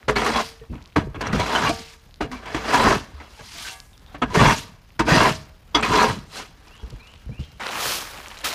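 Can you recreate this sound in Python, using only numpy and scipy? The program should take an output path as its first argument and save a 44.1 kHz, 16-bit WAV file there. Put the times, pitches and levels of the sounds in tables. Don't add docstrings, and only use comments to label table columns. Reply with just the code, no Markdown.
import sys
import numpy as np
from scipy import signal
from scipy.io import wavfile
from scipy.ndimage import uniform_filter1d

SR = 44100
rng = np.random.default_rng(int(sys.argv[2]) if len(sys.argv) > 2 else 0)


def convert_level_to_amplitude(level_db):
    exponent = np.asarray(level_db, float) / 20
    return 10 ** exponent


def int16_out(signal):
    q = np.round(np.clip(np.atleast_2d(signal).T, -1, 1) * 32767)
    wavfile.write(sys.argv[1], SR, q.astype(np.int16))


N = 377010
TIME_S = np.arange(N) / SR
STEP = 44


def from_db(db):
    return np.exp(db * (np.log(10) / 20))


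def per_sample(coarse):
    return np.interp(np.arange(N) / STEP, np.arange(len(coarse)), coarse)


def together(*levels_db):
    return 10 * np.log10(sum(convert_level_to_amplitude(db) ** 2 for db in levels_db))


def swell(s, db, held_s, rise_db_s, fall_db_s):
    t = np.arange(0, N + STEP, STEP)[:, None] / SR
    below_db = rise_db_s * np.maximum(s - t, 0)
    fallen_db = fall_db_s * np.maximum(t - s - held_s, 0)
    each_db = db - below_db * (1 + below_db / 80) - fallen_db
    return 10 * np.log10(np.sum(convert_level_to_amplitude(np.maximum(each_db, -200)) ** 2, axis=1))


def rms_one(x):
    return x / np.sqrt(np.mean(x ** 2) + 1e-20)


def drift(rate_hz):
    r = np.exp(-64 * np.pi * rate_hz / SR)
    noise = rng.standard_normal(N // 32 + 502)
    slow = signal.lfilter([1], [1, -2 * r, r * r], noise)[500:]
    return np.interp(np.arange(N) / 32, np.arange(len(slow)), rms_one(slow))


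def strikes(times_s, db):
    clicks = np.zeros(N)
    clicks[np.round(np.asarray(times_s) * SR).astype(int)] = convert_level_to_amplitude(db)
    return clicks


def ring(clicks, hz, t60_s):
    r, w = convert_level_to_amplitude(-60 / (t60_s * SR)), 2 * np.pi * hz / SR
    return signal.lfilter([0, np.sin(w)], [1, -2 * r * np.cos(w), r * r], clicks + 1e-18)


def resonance(x, hz, width_hz):
    r = np.exp(-np.pi * width_hz / SR)
    zeros = np.sqrt((1 - r * r) / 2) * np.array([1, 0, -1])
    return signal.lfilter(zeros, [1, -2 * r * np.cos(2 * np.pi * hz / SR), r * r], x)


def grains(spectrum, per_s, spread_db, clump_db, patchy_db):
    hz_points, db_points = np.transpose(spectrum)
    sizes = convert_level_to_amplitude(spread_db * np.minimum(rng.exponential(1, (2, N)), 5)) * rng.choice([-1, 1], (2, N))
    clicks = sizes * (rng.random((2, N)) < per_s / SR) * convert_level_to_amplitude(clump_db * drift(55.0))
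    octaves = np.log2(hz_points[-1] / hz_points[0])
    edges = np.geomspace(hz_points[0], hz_points[-1], int(2.5 * octaves) + 2)
    edges[-1] = min(1.12 * edges[-1], .49 * SR)
    out = 0
    for k, (low, high) in enumerate(zip(edges, edges[1:])):
        band_pass = signal.butter(2, [low, high], "band", fs=SR, output="sos")
        band = signal.sosfilt(band_pass, clicks[k % 2])
        level_db = np.interp(np.log(low * high) / 2, np.log(hz_points), db_points)
        out = out + band * from_db(level_db + patchy_db * np.roll(drift(26.6), k))
    return rms_one(out)


def build_up(gain):
    r = np.exp(-1 / (0.0011 * SR))
    return signal.lfilter([1 - r], [1, -r], gain)


# start in seconds, crunch in dB, decay in dB/s, loose grit minus crunch in dB.
BITES = [(0.082, -15, 378, -11), (0.157, -18, 311.5, -8), (0.633, -45, 600, -30), (0.726, -43.5, 90, -24.5),
         (0.961, -12, 444, -14.5), (1.145, -33.5, 377, -40), (1.209, -20.5, 86, -31),
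         (1.21, -33.5, 900, 5.5), (1.268, -32.5, 600, -1.5), (2.208, -18.5, 384, -11.5),
         (2.315, -32.5, 186, -2), (2.546, -34, 153, -10), (3.201, -35, 248.5, -23), (3.403, -40, 600, -26),
         (4.145, -27, 562, -29), (4.219, -9.5, 749, -61), (4.994, -7.5, 628, -14), (5.746, -15, 208, -11.5),
         (5.826, -15, 151, -7), (7.393, -53.5, 97, 9)]
# full at in seconds, crunch in dB, held in seconds, rise in dB/s, fall in dB/s.
PUSHES = [(.0, -52, .03, 500, 150), (0.158, -21, 0.25, 3000, 567), (1.205, -40.5, .004, 450, 300),
          (1.328, -22.5, 0.092, 3000, 86), (1.55, -18.5, 0.13, 78, 703), (2.538, -32, 0.024, 80, 100),
          (2.743, -15, 0.18084, 102, 246), (3.19, -47, 0.0036, 63, 24), (4.134, -48, .01, 101, 300),
          (4.324, -35.5, .01, 172.5, 306), (4.351, -13, 0.17, 903.5, 491.5), (5.09, -13, 0.19, 508, 377.5),
          (5.939, -14, 0.1, 199, 189), (6.097, -22, 0.0082, 69, 424), (6.37, -33, 0.03815, 231, 240),
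          (6.698, -50, 0.2, 39, 15)]
# full at in seconds, patter in dB, held in seconds, rise in dB/s, fall in dB/s.
SPILLS = [
    (.45, -34, 0.006, 277, 157),
    (1.055, -53, 0.0061, 74, 500),
    (1.735, -36, 0.066, 300, 105.5),
    (1.935, -43.5, 0.00334, 31, 451.5),
    (3.366, -52, 0.0292, 43, 98.5),
    (3.674, -28, 0.0064, 51, 178),
    (4.58, -29, 0.0026, 190, 212),
    (6.368, -28.5, 0.0065, 238, 214),
]


def effort():
    s, db, fall_db_s, grit_db = np.transpose(BITES)
    push_s, push_db, held_s, rise_db_s, push_fall_db_s = np.transpose(PUSHES)
    bite_hold_s, bite_rise_db_s, rest_db = 0.004, 6998, -67
    spill_db = swell(*np.transpose(SPILLS))
    bite_db = swell(s, db, bite_hold_s, bite_rise_db_s, fall_db_s)
    crunch_db = together(bite_db, swell(*np.transpose(PUSHES)), spill_db - 15.5, rest_db)
    thrown_db = swell(push_s, push_db - 8.5, held_s, rise_db_s, np.minimum(push_fall_db_s, 181))
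    loose_db = together(thrown_db, spill_db, rest_db)
    patter_db = together(swell(s, db + grit_db, bite_hold_s, bite_rise_db_s, fall_db_s), loose_db)
    airy_db = 2 * loose_db - patter_db - crunch_db
    return per_sample(crunch_db), per_sample(patter_db - crunch_db), per_sample(airy_db)


# start in seconds, extra level in dB.
JOLTS = [(0.095, 7.5), (0.244, 4), (.262, 8.5), (0.359, 8.5), (0.387, 4), (.755, 2), (1.245, 4),
         (1.267, 1.5), (1.365, -4), (1.396, 8.5), (1.55, 4.5), (1.653, 3), (1.692, 8.5), (2.457, 9.5),
         (2.503, 0), (2.545, 11.5), (2.742, 4.5), (4.301, 8.5), (4.348, 1), (5.172, 3), (5.24, 0),
         (6.67, 10)]
# frequency in Hz, density in dB per Hz.
CRUNCH = [(110, -24), (180, -4.5), (645, -2.5), (704, -2.5), (973, -0.5), (1160, -0.5), (2680, -11.5),
          (3750, -21.5), (6000, -36.5), (7800, -23), (13200, -120)]
# frequency in Hz, density in dB per Hz.
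PATTER = [(880, -12), (1500, -12), (2440, -8.5), (2670, -8.5), (3750, -8.5), (4890, -8), (10700, -23.5),
          (15400, -34)]
# full at in seconds, level in dB, held in seconds, rise in dB/s, fall in dB/s.
DUST = [
    (3.74, -40.5, .02, 60.5, 80),
]
# frequency in Hz, width in Hz, level in dB.
LOADED_BLADE = [(225.6, 13, -5), (305, 18, -12.5), (427, 17, -7), (636, 6, -14.5), (756, 24, -14.5),
                (969, 90, -12.5), (1100, 8.38, -41), (1253, 36, -15.5), (1640, 14, -11), (1770, 8.2, -16.5),
                (2200, 130, -12.5), (2716, 120, -9), (2940, 93, -10), (3310, 110, -6), (4037, 77.7, -2.5),
                (4830, 45, -8.5), (5880, 240, -5)]


def shovel():
    crunch_db, patter_db, airy_db = effort()
    s, jolt_db = np.transpose(JOLTS)
    slips = strikes(s, 0) * np.interp(TIME_S, s, jolt_db)
    slip_s = .014
    jolts_db = signal.lfilter([1], [1, -np.exp(-1 / (slip_s * SR))], slips)
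    force = convert_level_to_amplitude(crunch_db + jolts_db)
    crunch = grains(CRUNCH, per_s=2000.0, spread_db=1.5, clump_db=2.0, patchy_db=2.0)
    patter = grains(PATTER, per_s=7500.0, spread_db=2.0, clump_db=1.0, patchy_db=2.0)
    fine = signal.sosfilt(signal.butter(2, 8000, "high", fs=SR, output="sos"), patter)
    dull = signal.lfilter([.6], [1, -.4], patter)
    brightness = np.clip(1.0 + airy_db / 22, .15, 1)
    sparkle = fine * convert_level_to_amplitude(0.56 * np.clip(airy_db, -30, 12) - 18.0)
    patter = dull + (patter - dull) * brightness + sparkle
    loose_force = force * convert_level_to_amplitude(patter_db + 0.089 * jolts_db)
    rubbing = build_up(force) * crunch + build_up(loose_force) * patter
    dust = per_sample(convert_level_to_amplitude(swell(*np.transpose(DUST)))) * fine
    loaded = rubbing * convert_level_to_amplitude(-.6 * np.clip(patter_db + 4.5, 0, 15))
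    modes = 0
    for hz, width_hz, db in LOADED_BLADE:
        spot_db = 3.3 * drift(7)
        modes = modes + resonance(loaded * from_db(db + spot_db - 22.5), hz, width_hz)
    return 0.67 * rubbing + modes + dust


# start in seconds, clank peak in dB, low pitch in Hz, high pitch in Hz, high cluster in dB.
KNOCKS = [(0.085, -3, 507, 1890, -36), (0.163, -5.5, 401, 1714, -13.5), (0.616, -22, 454, 1843, -46),
          (0.7, -15.5, 237, 2650, -51), (0.962, -5.5, 294.4, 1570, -32), (1.144, -39, 213, 1740, -53),
          (1.213, -14, 1005, 1640, -24), (1.331, -6, 212, 1480, -23), (2.208, -20, 394.9, 1570, -43.5),
          (2.314, -19.5, 248, 1450, -49.5), (2.548, -10.5, 320, 1640, -28), (3.202, -40, 820, 2047, -33),
          (3.395, -29, 452, 1630, -37), (4.146, -24, 288, 1530, -46), (4.221, -8, 433, 2880, -44.5),
          (4.995, -4, 928, 1522, -12), (5.75, -8, 949, 3372, -5), (5.833, -13, 1050, 2500, -11.5)]


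def knocks():
    s, clank_db, low_hz, high_hz, high_db = np.transpose(KNOCKS)
    out, t = np.zeros(N), np.arange(4000) / SR
    grit = rng.standard_normal((len(s), len(t)))
    bursts = grit * t / 0.0028 * np.exp(1 - t / 0.0018)
    for k, at in enumerate(np.round((s - .003) * SR).astype(int)):
        cluster = 0
        for ratio, share in [(1, 1), (1.44, .2), (1.74, .15)]:
            cluster = cluster + share * np.sin(2 * np.pi * ratio * high_hz[k] * t)
        cluster *= 0.74 + 3.09 * uniform_filter1d(grit[k], size=40)
        cluster *= (1 - np.exp(-t / 0.0037)) * convert_level_to_amplitude(high_db[k] + 3 - 60 * t / 0.071)
        low_shape = (1 - np.exp(-t / 0.0029)) * convert_level_to_amplitude(5.0 - 60 * t / 0.14)
        low = np.sin(2 * np.pi * low_hz[k] * t) * low_shape
        clank = 0.084 * signal.lfilter([.4], [1, -.6], bursts[k]) + low
        out[at:at + len(t)] += convert_level_to_amplitude(clank_db[k] - 14.5) * clank + cluster
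    out = signal.sosfilt(signal.butter(2, 7000, fs=SR, output="sos"), out)
    push = strikes(s, clank_db - 21.5)
    floor = ring(push, 56.3, 0.97) + 1.6 * ring(push, 130.0, 0.16) + 0.49 * ring(push, 250, 0.071)
    return out + floor


# middle
# in seconds, length in seconds, pitch in Hz, level in dB.
SINGS = [(0.095, 0.029, 520.1, -41), (0.183, 0.046, 445, -30), (0.262, 0.05254, 433.7, -22.5),
         (0.375, 0.042, 1056, -21), (0.395, 0.036, 692, -27), (0.976, 0.022, 297.2, -16),
         (1.414, 0.03, 969, -24), (1.542, 0.042, 953, -23.5), (1.632, 0.085, 929, -26.5),
         (1.634, 0.02284, 1654, -24), (1.669, 0.055, 1135, -20), (1.695, 0.03, 308, -20),
         (1.698, 0.033, 695, -19), (2.556, 0.026, 328, -26.5), (2.751, 0.032, 1670, -25),
         (2.779, 0.086, 985.1, -19), (2.875, 0.12, 1048, -23.5), (2.887, 0.1, 387.4, -25),
         (2.93, 0.036, 1292, -26), (4.223, 0.018, 1280, -21.5), (4.35, 0.014, 997, -14.5),
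         (4.395, 0.022, 1820, -21), (4.397, 0.088, 410, -23), (4.471, 0.11, 908, -22),
         (4.48, 0.08, 1656, -32), (4.483, 0.03296, 1035, -17), (5.002, 0.017, 919, -19),
         (5.004, 0.021, 325, -14), (5.105, 0.04733, 1523, -22), (5.127, 0.103, 303.5, -23),
         (5.129, 0.0534, 1840, -20.5), (5.138, 0.057, 1055, -25), (5.188, 0.075, 947, -20.5),
         (5.245, 0.072, 1680, -30), (5.26, 0.039, 1012, -18.5), (5.761, 0.028, 1220, -20),
         (5.763, 0.02633, 938, -25), (5.764, 0.033, 284, -23.5), (5.852, 0.04105, 1038, -24.5),
         (5.936, 0.054, 1206, -24), (5.963, 0.044, 297, -20.5), (5.968, 0.13415, 1028, -22.5),
         (6.019, 0.057, 1335, -21.5), (6.027, 0.045, 969, -17.5), (6.028, 0.135, 1002, -20.5),
         (0.167, 0.012, 4300, -21.5), (0.169, 0.022, 2261, -25), (0.365, 0.056, 3381, -32),
              (1.408, 0.025, 2261, -29), (1.561, 0.027, 3056, -24.5), (1.67, 0.024, 2821, -25),
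              (1.682, 0.052, 2412, -29), (4.46, 0.109, 2750, -29), (4.477, 0.079, 3354, -30),
              (4.479, 0.025, 5943, -30.5), (4.483, 0.028, 2170, -24), (5.109, 0.057, 2490, -29),
              (5.151, 0.055, 5965, -31), (5.156, 0.11, 4802, -30), (5.178, 0.031, 2627, -29),
              (5.277, 0.019, 2800, -40), (5.754, 0.03, 4809, -26), (5.754, 0.01, 5900, -22.5),
              (5.77, .01, 5900, -32), (5.757, 0.022, 3365, -28), (5.759, 0.019, 2132, -22),
              (5.837, 0.027, 2519, -26.5), (6.007, 0.028, 2326, -28), (6.01, 0.024, 4277, -28),
         (0.749, .05, 242.5, -38.5), (1.534, .05, 920, -34), (1.569, .04, 1480, -23.5),
               (1.272, .01, 5800, -34), (5.812, 0.006, 7500, -35), (2.216, .02, 1203, -30),
               (2.225, .04, 304, -29), (2.238, 0.033, 2840, -41), (2.33, .04, 1075, -34.5),
               (2.339, .06, 249.5, -34.5), (2.36, .025, 2330, -41), (2.47, .04, 1002, -35),
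               (2.506, .02, 1750, -37), (3.395, .03, 853, -47), (3.41, .03, 610, -46), (4.0, .05, 264, -57),
               (4.239, .026, 239, -22), (4.315, .03, 980, -35)]


def singing():
    out, rows = np.zeros(N), SINGS
    noise = rng.standard_normal((len(rows), 2, 1200))
    grit = uniform_filter1d(noise, size=30, axis=2) * np.sqrt(30)
    blows_s = np.sort([row[0] for row in KNOCKS + JOLTS])
    for (s, length_s, hz, db), (shake, twist) in zip(rows, grit):
        t = np.arange(round(1.7 * length_s * SR)) / SR
        place = t * SR / 10 * (.5 + hz / 2000)
        rough = 1 + .7 * np.interp(place, np.arange(1200), shake + 1j * twist, period=1200)
        at = round((s - t[-1] / 2) * SR)
        since_s = t + at / SR - blows_s[blows_s < s][-1] + (length_s > .055)
        rough *= np.clip(since_s / .003 + .7, 0, 1)
        tone = np.real(rough * np.exp(2j * np.pi * hz * t))
        out[at:at + len(t)] += convert_level_to_amplitude(db) * np.sin(np.pi * t / t[-1]) * tone
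    return out


# frequency in Hz, T60 in seconds.
FREE_BLADE = [(452, .67), (684, .36), (762, .4), (924, .3), (1165, .36), (1545, .35), (1669, .4),
              (2083, .4), (2191, .27), (2290, .35), (2710, .3), (3354, .26), (4786, .3)]
# start in seconds, level in dB, favoured pitch in Hz, spread in octaves.
RELEASES = [(.40, -37, 455, 0.98), (0.618, -55, 450, 0.54), (1.70, -30.5, 689.3, 0.87),
            (1.899, -55, 1330, 0.7), (2.211, -32.5, 600, 0.4), (2.225, -43, 762, 0.046),
            (2.321, -47, 900, 2.6), (2.466, -42, 980, 1.9), (2.548, -34, 900, 1.3), (3.55, -45, 684, 0.059),
            (3.581, -45.5, 1170, 0.87), (3.69, -46, 834.4, 0.28), (3.65, -33.5, 1550, 0.065),
            (3.675, -39, 2710, .1), (3.73, -56, 2510, .5), (3.719, -45, 1100, 0.9),
            (3.755, -49.5, 1669, 0.05), (4.533, -42, 450, 0.63)]


def blade_ring():
    s, db, favoured_hz, octaves = np.transpose(RELEASES)
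    out = 0
    for hz, t60_s in FREE_BLADE:
        away = np.log2(hz / favoured_hz) / octaves
        out = out + ring(strikes(s, db - 6 * away ** 2), hz, t60_s)
    return out


# landing in seconds, drumming in dB, spray in dB, spray lag in seconds, pouring time in seconds.
LOADS = [
    (7.602, -29, -25, 0.26, 0.32),
    (8.442, -27, -23, 0.0018, 0.021),
]
# frequency in Hz, density in dB per Hz.
DRUMMING = [(88, -29), (150, -10.5), (394, -5), (446, -4), (1130, 0), (1920, -3), (2600, -5.5),
            (10000, -27.5), (13000, -56), (22000, -120)]
# frequency in Hz, density in dB per Hz.
SPRAY = [(1470, -55.5), (2500, -6), (5280, -6), (7380, -12.5), (13500, -13.5), (15400, -17.5)]


def flings():
    s, db, fine_db, lag_s, pour_s = np.transpose(LOADS)
    landing_db_s = 1598
    rise_db_s, held_s = 23.5 / lag_s, 0.32 * pour_s
    drum_db = together(swell(s, db, pour_s, landing_db_s, 120),
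                       swell(s, db - 6, pour_s, landing_db_s, 15))
    spray_db = together(swell(s + lag_s, fine_db, held_s, rise_db_s, 198.5),
                        swell(s + lag_s, fine_db - 13, held_s, rise_db_s, 35))
    landed = np.arange(N) >= (s[0] - .005) * SR
    drum = grains(DRUMMING, per_s=3800.0, spread_db=4.0, clump_db=0.85, patchy_db=2.0)
    spray = grains(SPRAY, per_s=10000.0, spread_db=-1.5, clump_db=1.0, patchy_db=-0.5)
    return landed * (per_sample(convert_level_to_amplitude(drum_db)) * drum + per_sample(convert_level_to_amplitude(spray_db)) * spray)


# start in seconds, peak in dB, pitch in Hz, decay in swings.
THUDS = [(3.137, -28, 71.56, 3.8), (4.373, -2.5, 166.3, 1.7), (5.12, -2, 166, 1.9), (5.17, -4, 180, 1.2),
         (6.832, -19, 57.6, 1.3), (6.831, -40, 900, 2), (6.833, -36, 453, 5), (6.927, -26, 125, 1.8),
         (6.929, -23, 47, 1.4), (7.263, -21, 58, 1.9), (7.293, -18.5, 129, 1.8), (7.393, -16, 72, 1.3)]
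# full at in seconds, level in dB, held in seconds, rise in dB/s.
SHAKES = [(.086, -32, 0.3, 453), (.706, -26.5, 0.018, 1499.5), (0.977, -13.5, .002, 1100),
          (1.15, -26.5, 0.0047, 2000), (1.223, -50, .01, 228), (1.36, -14.5, .002, 93),
          (1.7, -21.5, .002, 81), (2.207, -23.5, 0.014, 3000), (2.57, -28, .002, 150),
          (2.87, -10, 0.016, 132), (3.41, -42, .002, 310), (3.55, -41.5, 0.0651, 400),
          (4.24, -31, 0.039, 193), (4.402, -10, 0.064, 227), (4.994, -35, 0.026, 3000),
          (5.12, -15, 0.15, 205), (5.9, -22, 0.15, 122), (6.11, -18, 0.00173, 70),
          (6.438, -45.5, 0.0493, 37), (6.823, -39, 0.11, 3000), (7.294, -31, 0.00236, 420),
          (7.408, -33.5, .002, 454), (7.846, -38.5, 0.095, 55), (8.206, -41, .002, 110),
          (8.55, -47, .01, 56)]
# frequency in Hz, density in dB per Hz.
RUMBLE = [(13, -47), (22, -4), (48, 1.5), (144, 3), (304, -6), (347, -10.5), (462, -13), (500, -2),
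          (650, -35), (1100, -120)]


def trailer_floor():
    out, t = np.zeros(N), np.arange(6000) / SR
    for s, db, hz, swings in THUDS:
        at = round(s * SR)
        thud = convert_level_to_amplitude(db - 1.5) * np.sin(2 * np.pi * hz * t) * np.exp(-t * hz / swings)
        sole_slap = convert_level_to_amplitude(db - 15.5) * np.sin(2 * np.pi * 3.6 * hz * t) * np.exp(-t / 0.0074)
        out[at:at + len(t)] += thud + sole_slap
    rumble = grains(RUMBLE, per_s=600.0, spread_db=2.0, clump_db=4.5, patchy_db=4.0)
    shake_db = swell(*np.transpose(SHAKES), fall_db_s=164)
    return out + per_sample(convert_level_to_amplitude(shake_db - 4.5)) * rumble


# start in seconds, peak in dB, pitch in Hz.
TICKS = [(0.0293, -32, 1811), (0.0938, -24, 7000), (.111, -26, 9000), (.599, -40, 3000), (.7442, -41, 6000),
         (0.756, -34, 2610), (0.8175, -39, 2440), (.825, -39, 5000), (.841, -42, 5000), (0.853, -39, 2500),
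         (.8585, -31, 4000), (.876, -39, 5000), (.9015, -43, 3020), (.9235, -41, 2260), (.929, -42, 3000),
         (2.11, -41, 3390), (2.1422, -31, 4030), (2.1594, -39, 4500), (3.8021, -22, 4800),
         (3.932, -40, 3500), (3.9785, -35, 5100), (3.996, -42, 5000), (4.0635, -36, 3530),
         (4.905, -39, 2480), (5.6936, -47, 2500), (6.755, -42, 3500), (6.906, -30, 4746),
         (7.074, -34, 3500), (7.1386, -33, 2944), (7.16, -36, 3000), (7.439, -33, 3270),
         (7.5183, -38, 4600), (7.668, -14, 4020), (7.711, -24, 4500), (8.0164, -20, 6000),
         (8.196, -39, 2500), (8.26, -25, 2400), (8.284, -23, 6440), (8.319, -27.5, 2940),
         (8.345, -43, 4000), (8.371, -27, 2513), (8.389, -26, 6000)]
# time in seconds, level in dB.
SETTLING = [
    [(.55, -97), (.8, -57.5), (.95, -89.5), (6.5, -74), (6.7, -57), (7.55, -65), (8.0, -62), (8.4, -47.5),
     (8.55, -30.5)],
]


def ticks():
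    out, t = np.zeros(N), np.arange(400) / SR
    for s, db, hz in TICKS:
        at = round(s * SR)
        shape = np.exp(-t * hz / 0.89) * (1 - np.exp(-t * hz / 0.25))
        out[at:at + len(t)] += convert_level_to_amplitude(db + 8.5) * np.sin(2 * np.pi * hz * t) * shape
    spectrum = [(1200, -6), (4000, -1.5), (10000, -14)]   # Hz, dB per Hz
    settling = grains(spectrum, per_s=250, spread_db=3, clump_db=3, patchy_db=3)
    return out + convert_level_to_amplitude(np.interp(TIME_S, *np.transpose(SETTLING[0]))) * settling


def walls(x):
    t, t60_s = np.arange(round(.4 * SR)) / SR, 0.6429
    tail = rng.standard_normal(len(t)) * convert_level_to_amplitude(-60 * t / t60_s) * np.clip((t - .02) / 0.0065, 0, 1)
    tail = signal.lfilter([.4], [1, -.6], tail)
    return signal.fftconvolve(x, tail / np.sqrt(np.sum(tail ** 2)))[:N]


def whistle(s, length_s, hz, db, flutter):
    out, at, t = np.zeros(N), round(s * SR), np.linspace(0, length_s, len(hz))
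    shake = flutter[at:at + len(t)]
    gate = np.clip(np.minimum(t, length_s - t) / 0.0055, 0, 1)
    phase = 2 * np.pi * np.cumsum(hz * (1 + 0.0044 * shake)) / SR
    out[at:at + len(t)] = np.sqrt(2) * gate * convert_level_to_amplitude(db + 2.9 * shake) * np.sin(phase)
    return out


# start in seconds, length in seconds, top in Hz, level in dB, loudest point as share of length.
CALLS_UP = [
    (6.674, 0.15, 3340, -56, 0.5407),
    (6.993, 0.15, 3100, -53.5, 0.42),
    (7.313, 0.17, 3230, -55, 0.35),
]
# start in seconds, length in seconds, from in Hz, to in Hz, level in dB.
CHIRPS = [
    (3.93, 0.037, 3900, 3000, -59.5),
    (4.07, .02, 3284, 3880, -57),
    (4.102, 0.0275, 3760, 3133, -59),
    (7.0, 0.026, 4325, 3711, -57),
]


def birds():
    out, flutter = np.zeros(N), drift(52.0)
    from_hz, top_at, droop_hz = 2250, .83, 90
    for s, length_s, top_hz, db, loudest in CALLS_UP:
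        share = np.linspace(0, 1, round(length_s * SR))
        past = np.maximum(share - top_at, 0) / (1 - top_at)
        climb = np.minimum(share / top_at, 1) ** .9
        hz = from_hz + (top_hz - from_hz) * climb - droop_hz * past
        ground_echo_db = 3 * np.cos(2 * np.pi * hz / 472)
        call_db = db - 28 * (share - loudest) ** 2 + ground_echo_db
        out += whistle(s, length_s, hz, call_db, flutter)
    for s, length_s, from_hz, to_hz, db in CHIRPS:
        glide_hz = np.linspace(from_hz, to_hz, round(length_s * SR))
        out += whistle(s, length_s, glide_hz, db, flutter)
    return out + convert_level_to_amplitude(-7.5) * walls(out)


# frequency in Hz, density in dB per Hz.
YARD = [(15, -36), (25, 8), (64, 4.5), (368, -20.5), (432, -20), (508, -19), (2760, -26.5), (4860, -28.5),
        (7280, -38), (14300, -37.5), (15400, -47)]


def yard_air():
    return convert_level_to_amplitude(-47) * grains(YARD, per_s=10000.0, spread_db=-1.0, clump_db=-2.5, patchy_db=1.5)


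def scene():
    near = shovel() + blade_ring() + knocks() + trailer_floor() + ticks() + flings()
    far = convert_level_to_amplitude(-29.0) * walls(near) + convert_level_to_amplitude(1.5) * birds() + yard_air()
    return (near + far + singing())[None]


def band_limit(x):
    return signal.sosfilt(signal.butter(12, 15600, fs=SR, output="sos"), x)


def record(dry):
    low_cut = signal.butter(2, 35, "high", fs=SR, output="sos")
    top_cut = signal.cheby2(16, 45, 15680, fs=SR, output="sos")
    rounded = 1.18 * np.tanh(signal.sosfilt(low_cut, dry) / 1.415)
    return band_limit(signal.sosfilt(top_cut, rounded))


dry = scene()
out = record(dry)
int16_out(out)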